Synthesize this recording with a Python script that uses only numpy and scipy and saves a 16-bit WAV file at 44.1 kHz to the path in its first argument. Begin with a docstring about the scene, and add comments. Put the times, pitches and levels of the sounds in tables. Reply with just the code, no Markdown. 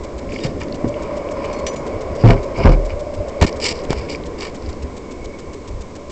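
"""Traffic roars far off, electronics hiss with a short burst of static seven times a second, then heels
thump a wooden balcony hard enough to overload a small handheld camera, fingers rub and tap its plastic
case, a hinge squeaks and a latch jingles. Traffic, wind, hiss and static are shaped noise; boards, case
and latch are sums of modes; knocks are damped pressure swings; the squeak is a wavering note."""
import sys
import numpy as np
from scipy import signal
from scipy.fft import rfft, irfft
from scipy.io import wavfile
from scipy.ndimage import uniform_filter1d

SR = 44100
rng = np.random.default_rng(int(sys.argv[2]) if len(sys.argv) > 2 else 0)


def transcribe(u):
    """Save the signal u as a 16-bit wav file named by the first command-line argument.

    u: samples, shape (n,) or (channels, n), limited to [-1, 1]; the rate is SR.
    q: integer samples, one column per channel.
    """
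    v = np.clip(np.atleast_2d(u).T, -1, 1)
    q = np.round(v * 32767).astype(np.int16)
    wavfile.write(sys.argv[1], SR, q)


def voltage_ratio(decibels):
    """Convert decibels (scalar or array-like) to amplitude ratios, 20 dB per decade."""
    exponent = np.asarray(decibels, float) / 20
    return 10 ** exponent


N = 269451

# Far traffic, louder beside the open door, fading as the camera turns away. Each row: time in seconds,
# roar rms in dB, rms of the lower and of the upper hollow porch ring in dB.
TRAFFIC_LEVELS = [(0.0, -34, -35.5, -41.5), (0.6, -31.5, -36, -46), (1.0, -31.5, -26.5, -38),
                  (1.55, -29, -28, -35), (2.0, -28.5, -30.5, -38), (2.6, -30, -29.5, -39),
                  (3.1, -33, -28, -43.5), (3.55, -28.5, -30.5, -39), (3.8, -29, -35, -40),
                  (4.5, -32.5, -42.5, -44.5), (5.3, -36.5, -44, -46), (6.11, -38, -42, -45)]
# Roar spectrum before scaling to rms 1. 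Each row: frequency in Hz, density in dB per Hz.
ROAR_SPECTRUM = [(250, -5.5), (420, 5.5), (537, 3), (630, -15.5), (660, -3), (1020, -17.5), (1730, -20.5),
                 (2190, -17.5), (2500, -24.5), (4000, -37), (5200, -27), (8800, -120)]
# Low rumble level. Each row: time in seconds, rms in dB.
RUMBLE_LEVELS = [(0.0, -36), (0.5, -29.5), (2.0, -34.5), (3.1, -38), (4.0, -35), (5.0, -36), (6.11, -39.5)]
# Rumble spectrum before scaling to rms 1. Each row: frequency in Hz, density in dB per Hz.
RUMBLE_SPECTRUM = [(76, -58), (130, -6.5), (150, -8), (248, -2), (338, -3), (450, -13.5), (580, -35),
                   (990, -120)]
# Lower ring, upper ring, whistle. Each row: frequency in Hz, width of one of two passes in Hz.
PORCH_RINGS = [(580, 81), (1030, 210), (2220, 240)]
# Wind on the microphone. Each row: time in seconds, rms in dB.
WIND_LEVELS = [(0.0, -31), (1.1, -31.5), (1.9, -28.5), (3.0, -29), (4.3, -34.5), (4.8, -32), (6.11, -34.5)]
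# Wind spectrum before scaling to rms 1. Each row: frequency in Hz, density in dB per Hz.
WIND_SPECTRUM = [(8.8, -34), (15, 6.5), (27, -7.5), (70, 3), (124, -12), (151, -22), (200, -42), (260, -60),
                 (440, -120)]
# Modes of the plastic case. Each row: frequency in Hz, width of one of two passes in Hz,
# relative level under soft cloth in dB, under hard skin or nail in dB.
CASE_MODES = [(946, 430, -0.5, 0.5), (1420, 870, -14, -14), (1810, 210, -9, 2.5), (2257, 340, 5, 3.5),
              (2900, 530, -5, -0.5), (3350, 830, -13, -6.5), (4010, 1600, -14, -6.5), (4600, 580, -3, -1),
              (5046, 650, -1.5, -6.5), (5830, 630, -14.5, -7.5), (6500, 690, -29, -11),
              (7290, 1010, -19.5, -6), (8510, 1400, -22, -9)]
# Sliding on the case. Each row: start in seconds, length in seconds, cloth rms in dB, skin rms in dB,
# brightness in dB per octave.
RUBS = [(0.288, 0.23, -46.5, -51, 2), (0.434, 0.039, -42.5, -40, 0), (0.603, 0.047, -40.5, -49, -5),
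        (0.898, 0.34, -48, -51.5, -7.5), (1.346, 0.25, -41.5, -50.5, -7), (1.75, 0.15, -46, -64, -24),
        (2.169, 0.1, -45.5, -73.5, 2), (2.238, 0.11, -32.5, -32, -6), (2.359, 0.04, -40.5, -60, -8.5),
        (2.539, 0.22, -31, -57, -5.5), (2.652, 0.04, -28, -29.5, -10.5), (2.892, 0.045, -42.5, -60.5, -4.5),
        (3.411, 0.037, -44.5, -21, -3), (3.462, 0.038, -40.5, -35, 0.5), (3.599, .012, -44.5, -45, 2),
        (3.61, 0.12, -27.5, -30.5, 4), (3.71, 0.12, -45, -60, 4), (3.891, 0.05, -42, -40, -2),
        (3.92, 0.15, -42.5, -60, 0), (4.081, 0.085, -38.5, -49, 4), (4.375, 0.13, -42, -40, -0.5),
        (4.593, 0.15, -53, -70, 1.5)]
# Light ticks on the case. Each row: time in seconds, peak in dB, pitch that rings most in Hz.
CASE_TICKS = [(0.2906, -28.5, 2270), (0.3202, -25.5, 2250), (.3606, -20, 2250), (.388, -24.5, 3000),
              (.4399, -27, 3500), (.615, -23.5, 2250), (0.633, -27, 6500), (0.724, -23.5, 4080),
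              (.7437, -31, 3500), (0.941, -26.5, 2750), (1.2875, -27, 2900), (1.4486, -25.5, 2660),
              (2.3057, -5.5, 2230), (2.3769, -25.5, 2250), (2.9038, -23.5, 2400), (3.5266, -27, 4740),
              (3.764, -34.5, 5000), (3.79, -26.5, 5100), (3.817, -34, 5020), (4.0876, -27, 2380),
              (4.1022, -24, 5230), (4.148, -20, 2220), (4.2363, -31, 3500), (4.407, -21, 4370),
              (4.661, -32, 4900), (4.7284, -29.5, 5170)]
# Heels, toes and a hand thump on the boards. Each row: time in seconds, boom level before its soft onset in dB,
# boom pitch in Hz, rattle peak in dB, decay time constant of the shaking in seconds.
STEPS = [(0.445, -25.5, 136, -9.5, 0.029), (0.8436, -14.5, 114.4, -8.5, 0.008),
         (2.237, 9, 113.6, 0.5, 0.039), (2.245, 0.5, 34, -13.5, 0.032), (2.291, 1, 70, -0.5, 0.032),
         (2.578, -31.5, 101, -9.5, 0.14), (2.6485, 6, 86.9, 2, 0.022), (2.681, -2.5, 150, -2.5, 0.024),
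         (3.4168, 7, 82.3, -3.5, 0.0096), (3.9065, -16, 80, -12, 0.0035), (2.6531, 2.5, 38.1, -6, .03), ]
# Loose boards and rail. Each row: frequency in Hz, relative level in dB, t60 in seconds.
DECK_MODES = [(70, -8, 0.018), (150, -1.5, 0.053), (193.4, -7.5, 0.089), (246.5, -3.5, 0.064),
              (313, -5.5, 0.084), (403.6, -0.5, 0.061), (519.8, -1, 0.06), (650, -9, 0.093),
              (926, -7.5, 0.015), (1515, -20, 0.033)]
# How long the structure booms. Each row: pitch in Hz, t60 in seconds.
BOOM_DECAYS = [(32, 0.27), (38, .58), (70, 0.055), (81, 0.057), (88, .2), (112, 0.27), (140, 0.19)]
# Knocks that push the microphone membrane. Each row: time in seconds, push peak in dB,
# half-swing length in ms, direction +-1, crack level in dB.
KNOCKS = [(.8422, -12.5, 1.24, -1, -45), (0.8457, -5, 1.74, -1, -40), (1.599, -19, 1.75, 1, -43),
          (3.4262, 0, 1, 1, -11), (3.429, -3, .6, -1, -19), (3.4493, -1, 2.5, 1, -20.5),
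          (3.455, -14, 3, 1, -26.5), (3.716, -17, 1.6, 1, -28), (3.9053, -5, 1.35, -1, -14),
          (3.93, -9.5, 0.66, -1, -17), (3.931, -16.5, 14.6, -1, -40)]
# Latch modes. Each row: frequency in Hz, t60 in seconds.
LATCH_MODES = [(4344, .3), (5846, .07), (5986, .14), (6950, .17)]
# Latch blows. Each row: time in seconds, clatter rms in dB, level in dB of a mode at the favoured pitch,
# that pitch in Hz.
JINGLES = [(1.529, -46, -39, 5900), (1.531, -61, -47, 4344), (1.563, -68, -45, 4344),
           (1.665, -34.5, -25, 5840), (1.682, -43, -33, 6160), (1.76, -47, -36, 6550)]


def unit_rms(x):
    """Scales to rms 1."""
    return x / np.sqrt(np.mean(x ** 2) + 1e-20)


def add(mix, start_s, sound):
    """Mixes a sound in at a time, cut at the end of the mix."""
    part = mix[round(start_s * SR):][:len(sound)]
    part += sound[:len(part)]


def gain_curves(rows):
    """Interpolates each dB column over time, as gains per sample."""
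    row_s, *columns_db = np.transpose(rows)
    return [voltage_ratio(np.interp(np.arange(N) / SR, row_s, db)) for db in columns_db]


def resonate_twice(x, hz, width_hz):
    """Two equal two-pole resonances in a row, gain 1 at the centre."""
    b, a = signal.iirpeak(hz, hz / width_hz, SR)
    return signal.lfilter(b, a, signal.lfilter(b, a, x))


def ring(hz, t60_s, rise_s=0.0013):
    """One dying mode with a soft onset, half a second long."""
    t = np.arange(SR // 2) / SR
    return np.sin(2 * np.pi * hz * t) * voltage_ratio(-60 * t / t60_s) * (1 - np.exp(-t / rise_s))


def lumpy_noise(spectrum, patchy_db):
    """Noise of a given spectrum whose level drifts in patches of time and pitch, rms 1."""
    frames, bins = N // 256 + 5, 513
    real, imag, patches = rng.standard_normal((frames, bins, 3)).T
    patches = uniform_filter1d(patches, size=8, axis=0)
    patches = unit_rms(uniform_filter1d(patches, size=8, axis=1))
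    stft = (real + 1j * imag) * voltage_ratio(patchy_db * patches)
    noise = signal.istft(stft, nperseg=1024, noverlap=768)[1][:N]
    hz, db = np.transpose(spectrum)
    fine_hz = np.fft.rfftfreq(N, 1 / SR)
    shape = voltage_ratio(np.interp(np.log(fine_hz + 1), np.log(hz + 1), db))
    return unit_rms(irfft(rfft(noise) * shape, N))


def through_case(x, column, weight_db):
    """The case modes colour whatever touches it; weight_db favours some by their pitch."""
    x = np.r_[x, np.zeros(1500)]  # room to ring on
    out = np.zeros(len(x))
    for k, mode in enumerate(CASE_MODES):
        hz, width_hz = mode[:2]
        sign = (-1) ** k
        out += sign * voltage_ratio(mode[column] + weight_db(hz)) * resonate_twice(x, hz, width_hz)
    return out


def traffic():
    """Distant engines and tyres as low rumble plus roar, both smooth-spectrum noise."""
    roar_gain = gain_curves(TRAFFIC_LEVELS)[0]
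    rumble_gain = gain_curves(RUMBLE_LEVELS)[0]
    rumble = rumble_gain * lumpy_noise(RUMBLE_SPECTRUM, patchy_db=1.3)
    return rumble + roar_gain * lumpy_noise(ROAR_SPECTRUM, patchy_db=1.3)


def porch_rings():
    """Hollow porch resonances on noise, and a faint whistle that follows the upper and swells once."""
    _, lower, upper = gain_curves(TRAFFIC_LEVELS)
    whistle = upper * voltage_ratio(-11.5)
    white = rng.standard_normal((len(PORCH_RINGS), N))
    out = np.zeros(N)
    for gain, noise, (hz, width_hz) in zip((lower, upper, whistle), white, PORCH_RINGS):
        out += gain * unit_rms(resonate_twice(noise, hz, width_hz))
    middle_s, half_s, swell_db, swell_width_hz = 5.27, 0.23, -48.5, 90
    swell = voltage_ratio(swell_db) * np.exp(-((np.arange(N) / SR - middle_s) / half_s) ** 2)
    whistle_hz = PORCH_RINGS[-1][0]
    return out + swell * unit_rms(resonate_twice(white[-1], whistle_hz, swell_width_hz))


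def wind():
    """Turbulence on the microphone: patchy low noise."""
    return gain_curves(WIND_LEVELS)[0] * lumpy_noise(WIND_SPECTRUM, patchy_db=4.0)


def electronics():
    """Steady white hiss, and square-edged bursts of white static."""
    hiss_db, static_db, static_s = -46.5, -37.5, 0.0175
    # bursts are due at an even pace but snap back to the tick just passed of a faster clock
    first_s, clock_s, clocks_per_burst, clock_lead = 0.03574, 0.01108, 12.7094, 0.7
    due_clocks = np.arange(N // SR * 8) * clocks_per_burst + clock_lead
    gate = np.zeros(N)
    for start_s in first_s + clock_s * np.floor(due_clocks):
        add(gate, start_s, np.ones(round(static_s * SR)))
    hiss, static = rng.standard_normal((2, N))
    return voltage_ratio(hiss_db) * hiss + voltage_ratio(static_db) * gate * static


def rubs():
    """Sliding makes dense uneven micro-slips that excite the case."""
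    out = np.zeros(N)
    spikes_db = 3.2 * np.minimum(rng.exponential(1, N), 5)
    clumps = unit_rms(uniform_filter1d(rng.standard_normal(N), size=200))
    grit = rng.standard_normal(N) * voltage_ratio(spikes_db + 3.0 * clumps)
    swipe_s = 0.046  # shorter strokes land hard at once
    for start_s, length_s, cloth_db, skin_db, tilt_db in RUBS:
        u = np.linspace(0, 1, round(length_s * SR))
        hardest = 0.45 if length_s > swipe_s else 0.08  # fraction of the stroke
        pressure = np.interp(u, [0, hardest, 1], [0.25, 1, 0.25])
        stroke = pressure * signal.windows.tukey(len(u), 0.1)
        slips = stroke * grit[round(start_s * SR):][:len(u)]
        for column, db in ((2, cloth_db), (3, skin_db)):
            rub = through_case(slips, column, lambda hz: tilt_db * np.log2(hz / 3000))
            add(out, start_s, voltage_ratio(db) * unit_rms(rub))
    return out


def ticks():
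    """Short noise puffs excite the case; faint extra ticks fall at chance moments as the hands move."""
    out = np.zeros(N)
    fidgets = 10
    fidget_s = rng.uniform(0.1, 5.5, fidgets)
    fidget_db = rng.uniform(-37, -32, fidgets)
    fidget_hz = rng.uniform(2200, 5200, fidgets)
    all_ticks = list(CASE_TICKS) + list(zip(fidget_s, fidget_db, fidget_hz))
    puffs = rng.standard_normal((len(all_ticks), 400)) * np.exp(-np.arange(400) / 70)
    for (start_s, peak_db, pitch_hz), puff in zip(all_ticks, puffs):
        tick = through_case(puff, -1, lambda hz: -55 * np.log2(hz / pitch_hz) ** 2)
        add(out, start_s, voltage_ratio(peak_db) * tick / abs(tick).max())
    return out


def hinge():
    """A hinge squeaks faintly: a thin wavering note and its octave."""
    start_s, length_s, hz, note_db, octave_db = 0.4, 0.1, 1850, -47, -46
    out, size = np.zeros(N), round(length_s * SR)
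    waver = unit_rms(uniform_filter1d(rng.standard_normal(size), size=500))
    phase = 2 * np.pi * np.cumsum(hz * (1 + 0.004 * waver)) / SR
    note = voltage_ratio(note_db) * np.sin(phase) + voltage_ratio(octave_db) * np.sin(2 * phase)
    level = voltage_ratio(2.5 * waver[::-1])  # the waver reversed moves the loudness
    add(out, start_s, note * level * signal.windows.tukey(size, 0.3))
    return out


def steps():
    """One low mode of the structure booms under each blow while loose wood rattles."""
    out, t = np.zeros(N), np.arange(SR // 4) / SR
    deck = sum(voltage_ratio(db) * ring(hz, t60_s, rise_s=0.0007) for hz, db, t60_s in DECK_MODES)
    shakes = rng.standard_normal((len(STEPS), len(t)))
    for (start_s, boom_db, boom_hz, rattle_db, decay_s), shake in zip(STEPS, shakes):
        boom_t60_s = np.interp(boom_hz, *np.transpose(BOOM_DECAYS))
        add(out, start_s, voltage_ratio(boom_db) * ring(boom_hz, boom_t60_s, rise_s=0.005))
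        rattle = signal.fftconvolve(shake * np.exp(-t / decay_s), deck)
        add(out, start_s, voltage_ratio(rattle_db) * rattle / abs(rattle).max())
    return out


def knocks():
    """A pressure push swings back and forth, shrinking ever faster, with a short noise crack."""
    out, t = np.zeros(N), np.arange(3000) / SR
    rebound_share, slow_push_ms, crack_hz = 0.69, 1.88, 3500
    cracks = rng.standard_normal((len(KNOCKS), len(t))) * np.exp(-t / 0.0019)
    cracks = 2 * signal.lfilter(*signal.butter(1, crack_hz, fs=SR), cracks)
    for (start_s, peak_db, push_ms, direction, crack_db), crack in zip(KNOCKS, cracks):
        half_swings = t * 1000 / push_ms
        rebound = rebound_share / (1 + (push_ms / slow_push_ms) ** 6)  # slow pushes hardly swing back
        push = np.sin(np.pi * half_swings) * np.clip(rebound, 0.05, 0.9) ** (half_swings ** 2 / 2)
        push *= np.sign(direction) * voltage_ratio(peak_db) / push.max()
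        add(out, start_s, push + voltage_ratio(crack_db) * crack)
    return out


def latch():
    """Metal parts clatter briefly, coloured by the case, and ring on in their own modes."""
    out, t = np.zeros(N), np.arange(3000) / SR
    clatters = rng.standard_normal((len(JINGLES), len(t))) * np.exp(-t / 0.009)
    for (start_s, clatter_db, ring_db, pitch_hz), noise in zip(JINGLES, clatters):
        clatter = through_case(noise, -1, lambda hz: 1.6 * np.log2(hz / 3000))
        add(out, start_s, voltage_ratio(clatter_db) * unit_rms(clatter))
        for hz, t60_s in LATCH_MODES:
            mode_db = ring_db - 250 * np.log2(hz / pitch_hz) ** 2
            add(out, start_s, voltage_ratio(mode_db) * ring(hz, t60_s))
    return out


def scene():
    """All sources at the one microphone."""
    background = traffic() + porch_rings() + wind() + electronics()
    handling = rubs() + ticks() + hinge() + knocks() + latch()
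    return (background + handling + steps())[None]


def band_limit(x):
    """A steep low-pass at the top of the band."""
    return signal.sosfilt(signal.butter(12, 15830, fs=SR, output="sos"), x)


def record(dry):
    """The input clips off-centre, a low sampling rate cuts the treble, the overshoot clips once more."""
    offset, input_ceiling, output_ceiling, edge_hz = 0.006, 0.713, 0.716, 8070
    clipped = np.clip(dry + offset, -input_ceiling, input_ceiling)
    lowpass = signal.firwin(101, edge_hz, window=("kaiser", 10), fs=SR)
    dull = signal.oaconvolve(clipped, lowpass[None], "same")
    return band_limit(np.clip(dull, -output_ceiling, output_ceiling))


dry = scene()
out = record(dry)
transcribe(out)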